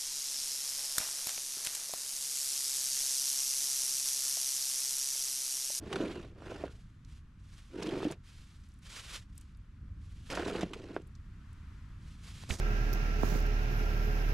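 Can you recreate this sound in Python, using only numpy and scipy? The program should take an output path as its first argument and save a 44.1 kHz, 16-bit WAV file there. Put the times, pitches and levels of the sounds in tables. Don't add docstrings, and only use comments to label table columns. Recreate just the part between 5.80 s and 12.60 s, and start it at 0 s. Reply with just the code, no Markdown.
import sys
import numpy as np
from scipy import signal
from scipy.fft import rfft, irfft, next_fast_len
from scipy.io import wavfile
from scipy.ndimage import uniform_filter1d, map_coordinates

SR = 44100
rng = np.random.default_rng(int(sys.argv[2]) if len(sys.argv) > 2 else 0)


def wrap_up_sound(samples):
    columns = np.atleast_2d(samples).T
    tamed = np.clip(columns, -1, 1)
    steps = np.round(tamed * 32767).astype(np.int16)
    wavfile.write(sys.argv[1], SR, steps)


N = 299880

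# (start [s], attack [s], hold [s], release [s per 20 dB],
# sag over the hold [dB], judder before tilt [dB], nominal grit [dB], bareness of the edge [dB])
STROKES = [ (-0.02, 0.24, .19, .14, 7, -36.5, -49.5, -2), (0.54, .17, .15, .085, 2.5, -46, -56, 4),
           (1.894, .19, .235, .04, 5, -36, -49.5, -2.5), (4.49, .025, 0.092, 0.088, -2.5, -43, -48, 8.5),
           (4.578, 0.077, 0.1804, 0.032, 0.5, -38.5, -49, 1.5),
           (4.839, 0.025, 0.31, 0.082, 1, -48.5, -61, -5.5), ]
# (frequency [Hz], bandwidth [Hz], relative level [dB])
BLADE_MODES = [(132, 70, -11), (191.6, 50, -3.5), (301, 65, 0.5), (395, 95, 0), (495, 76, -4.5),
               (637, 139, -11), (927, 72, -15.5), (1002, 140, -17.5), (1276, 235, -16.5),
               (1417, 240, -15.5), (1875, 84, -26.5), (2390, 38, -33), (2820, 240, -30)]


def judder(slip_rate, shift_db, uneven_db, middle_hz, soft_hz):
    slips = grains(slip_rate, spread_db=3.5) * amp(uneven_db * wobble(70))
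    slips = signal.lfilter(*signal.butter(1, soft_hz, fs=SR), slips)
    tilt_db_per_octave = 0.69 * bareness()
    plain = tilted = 0
    for k, (hz, width_hz, db) in enumerate(BLADE_MODES):
        polarity = (-1) ** k
        mode = polarity * amp(db + shift_db * wobble(16)) * ring(slips, hz, width_hz)
        octaves = min(np.log2(hz / middle_hz), 2)
        plain = plain + mode
        tilted = tilted + mode * amp(tilt_db_per_octave * octaves)
    return level(STROKES, column=5) * tilted / plain.std()


# (time [s], peak level [dB], contact time [ms], initial chatter relative to the first blow [dB])
CATCHES = [(0.159, -25, 0.2, -22), (0.622, -37, 0.23, -31), (0.720, -33, 0.34, -23.5),
           (0.838, -23.5, 0.49, -20), (0.880, -39, 0.12, -30), (2.204, -31, 0.24, -26),
           (2.230, -27.5, .22, -34), (2.252, -25, 0.95, -25), (2.269, -24.5, 1, -28),
           (4.573, -25, 0.066, -16.5), (4.596, -28.5, 0.097, -8), (4.662, -27, 0.27, -22),
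           (4.682, -27, 0.47, -24), (4.703, -29, 0.39, -23), (4.832, -19.5, 1, -33),
           (5.1649, -20.5, 0.12, -27.5)]


def catches(vary_db, chatter_life):
    out, t = np.zeros(N), np.arange(SR // 8) / SR
    for s, db, contact_ms, chatter_db in CATCHES + snags(count=4, scatter_db=0, chatter_db=-25):
        first_blow = t == 0
        chatter = amp(chatter_db - 60 * t / chatter_life) * rng.standard_normal(len(t))
        pulse = np.gradient(push(contact_ms) ** 2)
        force = signal.fftconvolve(chatter + first_blow, pulse)[:len(t)]
        force = signal.lfilter(*signal.butter(1, 500, fs=SR), force)
        knock = np.zeros(len(t))
        for hz, width_hz, mode_db in BLADE_MODES:
            knock += amp(mode_db + vary_db * rng.standard_normal()) * ring(force, hz, width_hz)
        add(out, s, amp(db) * knock / np.abs(knock).max())
    return out


SNAG_DB, SNAG_MS = 2, 0.13


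def snags(count, scatter_db, chatter_db):
    rows = []
    for start, attack, hold, _, sag_db, judder_db, _, _ in STROKES:
        for u, v, w in rng.random((count, 3)):
            peak_db = judder_db - sag_db * u + SNAG_DB + scatter_db * (2 * v - 1)
            contact_ms = SNAG_MS * 2 ** (2 * w - 1)
            rows.append((start + attack + hold * u, peak_db, contact_ms, chatter_db))
    return rows


# (time [s], level of the burst [dB], time to fall by 60 dB [s])
CRUNCHES = [(0.117, -53, 0.049), (0.127, -31.5, 0.041), (0.157, -36.5, 0.045), (2.023, -38.5, .06),
            (2.069, -45.5, 0.043), (2.243, -43.5, 0.052), (2.322, -43.5, 0.04), (4.501, -40, .07),
            (4.513, -35.5, 0.037), (4.551, -37.5, 0.062), (4.679, -35.5, 0.042), (4.809, -41.5, 0.067),
            (4.933, -36.5, 0.041)]
# (frequency [Hz], relative density [dB per Hz])
GRIT_SPECTRUM = [(200, 0.5), (600, -0.5), (1500, -4.5), (2000, -2), (2900, -1), (4200, -6.5), (7000, -14),
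                 (10000, -20.5), (12500, -29), (15000, -61)]


def grinding(grain_rate, clump_db, patchy_db, sizzle_hz):
    t = np.arange(SR // 6) / SR
    force = level(STROKES, column=6) * amp(0.5) * unit(amp(clump_db * wobble(160)))
    for s, db, life in CRUNCHES:
        onset = 1 - np.exp(-t / 0.00075)
        add(force, s, amp(db - 60 * t / life) * onset)
    impulses = np.array([grains(grain_rate, spread_db=0) for _ in range(2)])
    cracks = spread(patchy(impulses, patchy_db), GRIT_SPECTRUM)
    sizzle = filtered(cracks, lambda hz: hz ** 2 / (hz ** 2 + sizzle_hz ** 2))
    return force * (cracks + sizzle * (amp(0.22 * bareness()) - 1))


# (start [s], attack [s], hold [s], release [s per 20 dB],
# sag over the hold [dB], nominal hiss level [dB])
SLIDES = [ (0.88, 0.046, 0.0078, 0.27, 4, -62.5), (1.22, 0.14, 0.017, 0.039, 1, -64),
          (1.55, 0.26, 0.022, 0.53, 5, -62.5), (2.42, 0.052, 0.16, 0.55, 2.5, -62),
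          (3.01, .155, .025, 0.053, -2.5, -47.5), (3.18, .15, .03, .06, -0.5, -46),
          (3.48, 0.084, 0.073, 0.19, 2, -69), (4.15, 0.13, 0.29, .05, -1.5, -69),
          (4.43, .07, .01, .03, 0, -56), (6.16, 0.15, 0.084, .1, 2.5, -65.5),
          (6.39, .09, 0.28, 0.11, 7, -54.5), ]
# (frequency [Hz], relative density [dB per Hz])
POWDER_SPECTRUM = [(150, -12), (500, -4.5), (750, -7.5), (1100, -0.5), (2000, 0), (3200, 2.5), (5000, -1.5),
                   (7500, -4.5), (10500, -10), (15000, -30)]


def loose_snow(grain_rate, clump_db):
    crystals = np.array([grains(grain_rate, spread_db=3.0) for _ in range(2)])
    clumping = amp(-1 + clump_db * wobble(70))
    return level(SLIDES, column=5) * clumping * spread(crystals, POWDER_SPECTRUM)


# (time [s], peak level [dB], pitch [Hz])
CRUMBS = [(1.248, -53, 5040), (2.031, -33.5, 5100), (2.313, -39, 7000), (2.321, -40, 7050),
          (3.578, -40.5, 8800), (3.612, -45.5, 8100), (5.352, -51, 5500), (5.731, -55, 8500),
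          (6.636, -45.5, 3530), (6.707, -23.5, 2580)]


def crumbs(life, width_share):
    out, t = np.zeros((2, N)), np.arange(SR // 20) / SR
    for s, db, hz in CRUMBS + trickle(count=5, scatter_octaves=0.71):
        shared, separate = rng.standard_normal(len(t)), rng.standard_normal((2, len(t)))
        crack = (shared + 0.5 * separate) * amp(-60 * t / life)
        width_hz = width_share * hz
        tick = ring(ring(crack, hz, width_hz), hz, width_hz)
        add(out, s, amp(db) * tick / np.abs(tick).max())
    return out


# (start [s], length [s], peak level at the start [dB])
TRICKLES = [(2.803, .24, -58), (3.55, 0.24, -60), (5.192, .18, -56.5)]
TRICKLE_HZ, TRICKLE_FADE_DB = 6530, 3


def trickle(count, scatter_octaves):
    rows = []
    for s, length, db in TRICKLES:
        for u, w in rng.random((count, 2)):
            hz = TRICKLE_HZ * 2 ** (scatter_octaves * (2 * w - 1))
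            rows.append((s + length * u, db - TRICKLE_FADE_DB * u, hz))
    return rows


# (time [s], peak before left-right gain [dB], contact time [ms])
CLUMPS = [(6.637, -39, 0.4), (6.702, -28.5, 0.31), (6.707, -37, 0.049), (6.704, -25, 8.2),
          (6.720, -27, 4.1)]
# (start [s], attack [s], hold [s], release [s per 20 dB],
# sag over the hold [dB], fizz before left-right gain [dB])
BURST = [(6.685, 0.018, 0.044, 0.053, 3.5, -40), (6.78, .015, .01, .03, 0, -43)]
# (frequency [Hz], relative density [dB per Hz])
SPRAY_SPECTRUM = [(150, 12), (550, 4.5), (850, -1), (3000, -5), (4500, -1), (6500, 0), (8000, -3.5),
                  (10500, -9.5), (15000, -26)]


def splat(left_db, right_db, clump_db):
    thuds = np.zeros(N)
    for s, db, contact_ms in CLUMPS:
        thud = np.gradient(push(contact_ms) ** 3)
        add(thuds, s, amp(db) * thud / np.abs(thud).max())
    crystals = np.array([grains(7000, spread_db=5.5) for _ in range(2)])
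    clumping = amp(clump_db * wobble(150))
    fizz = level(BURST, column=5) * clumping * spread(crystals, SPRAY_SPECTRUM)
    return thuds * amp([[left_db], [right_db]]) + fizz * amp([[-2], [1]])


# (time [s], nominal level [dB])
TRAFFIC = [(0.0, -51.5), (3.23, -54.5), (4.65, -48.5), (5.0, -53.5), (5.39, -51), (6.6, -49.5)]
# (frequency [Hz], relative density [dB per Hz])
RUMBLE_SPECTRUM = [(10, -11), (38, 0.5), (55, 0), (85, 0), (130, -6.5), (200, -12), (300, -22.5),
                   (450, -38.5), (800, -51), (2000, -88)]
# (frequency [Hz], relative density [dB per Hz])
TYRE_SPECTRUM = [(200, -15), (500, -15), (820, -8.5), (1050, -0.5), (1350, 1), (2200, -5.5), (4000, -12.5),
                 (7000, -18.5), (10500, -25.5), (15000, -37)]
TYRES_DB = -73.5
PASS_S, PASS_WIDTH_S, PASS_DB = 5.92, 0.33, -66.5


def street(waver_db, left_db):
    t = np.arange(N) / SR
    rumble_db = np.interp(t, *np.transpose(TRAFFIC)) + 1.84 + waver_db * wobble(5.9)
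    rumble = amp(rumble_db) * spread(rng.standard_normal((2, N)), RUMBLE_SPECTRUM)
    passing = amp(PASS_DB) / np.hypot(1, (t - PASS_S) / PASS_WIDTH_S)
    hiss = spread(rng.standard_normal((2, N)), TYRE_SPECTRUM, focus=0.67)
    tyres = np.hypot(amp(TYRES_DB), passing) * hiss
    return rumble + tyres * amp([[left_db], [-left_db]])


def bareness():
    weights = np.array([swell(*row[:5]) for row in STROKES]) + 1e-9
    return np.array(STROKES)[:, -1] @ weights / weights.sum(axis=0)


ATTACK_POWER = 1.127


def swell(start, attack, hold, release, sag_db):
    t = np.arange(0, N, 32) / SR - start
    rise = np.clip(t / attack, 0, 1) ** ATTACK_POWER
    held = np.clip((t - attack) / hold, 0, 1)
    after = np.maximum(t - attack - hold, 0)
    gain = rise * amp(-sag_db * held - 20 * after / release)
    return np.interp(np.arange(N) / SR - start, t, gain)


def level(movements, column):
    return np.sqrt(sum((amp(row[column]) * swell(*row[:5])) ** 2 for row in movements))


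def push(contact_ms):
    u = np.arange(SR // 8) / SR * 1000 / contact_ms
    return u * np.exp(-u)


def ring(x, hz, width_hz):
    return signal.lfilter(*signal.iirpeak(hz, hz / width_hz, SR), x)


def grains(rate, spread_db):
    hits = rng.random(N) < rate / SR
    signs = rng.choice([-1, 1], N)
    sizes = amp(spread_db * np.clip(rng.standard_normal(N), -2, 2))
    return unit(hits * signs * sizes)


def patchy(x, depth_db):
    z = signal.stft(x, nperseg=256)[2]
    field = uniform_filter1d(rng.standard_normal(z.shape[1:]), size=3, axis=0)
    field = uniform_filter1d(field, size=4, axis=1)
    return signal.istft(z * amp(depth_db * unit(field)), nperseg=256)[1][:, :N]


# (frequency [Hz], left-right correlation [1])
LIKENESS = [(30, 0.99), (120, 1), (600, 0.97), (1400, 1), (3100, 0.78), (7000, 1), (14000, 0.95)]


def spread(pair, spectrum, focus=1):
    def turn(hz):
        return np.arccos(np.clip(focus * along(LIKENESS, hz), -1, 1)) / 2

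    def response(hz):
        return amp(along(spectrum, hz)) * [np.cos(turn(hz)), np.sin(turn(hz))]

    mid, side = filtered(pair, response)
    return unit(np.array([mid + side, mid - side]))


def wobble(rate):
    coarse = np.arange(0, N, 32)
    knots = rng.standard_normal(2000)
    return np.interp(np.arange(N), coarse, map_coordinates(knots, [coarse * rate / SR]))


def filtered(x, response):
    n = x.shape[-1]
    m = next_fast_len(n + SR // 10)
    return irfft(rfft(x, m) * response(np.fft.rfftfreq(m, 1 / SR)), m)[..., :n]


def along(points, hz):
    f, v = np.transpose(points)
    return np.interp(np.log(hz + 1), np.log(f), v)


def add(track, s, sound):
    part = track[..., round(s * SR):][..., :sound.shape[-1]]
    part += sound[..., :part.shape[-1]]


def amp(db):
    return 10 ** (np.asarray(db) / 20)


def unit(x):
    return x / np.sqrt(np.mean(x ** 2) + 1e-20)


def scene():
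    blade = judder(slip_rate=800, shift_db=1.5, uneven_db=3, middle_hz=358, soft_hz=3500)
    blade = blade + catches(vary_db=6.5, chatter_life=0.056)
    grit = grinding(grain_rate=2400, clump_db=2.1, patchy_db=2.5, sizzle_hz=5500)
    snow = loose_snow(grain_rate=14000, clump_db=1.96)
    ice = crumbs(life=0.018, width_share=0.57)
    load = splat(left_db=-7.0, right_db=3.0, clump_db=1.5)
    return blade + grit + snow + ice + load + street(waver_db=1.0, left_db=1.6)


# (frequency [Hz], left minus right [dB])
PORT_BALANCE = [(150, -0.26), (400, -1.5), (800, -3), (2400, -1.5), (4400, -1), (8000, -0.5), (14000, 6)]
TOP_HZ = 15400


def record(dry):
    sides, lag_s = np.array([[0.5], [-0.5]]), 1.2e-5

    def response(hz):
        delay = np.exp(-2j * np.pi * hz * lag_s * sides)
        return amp(sides * along(PORT_BALANCE, hz)) * delay * (hz < TOP_HZ)

    return filtered(dry, response)


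dry = scene()
out = record(dry)
wrap_up_sound(out)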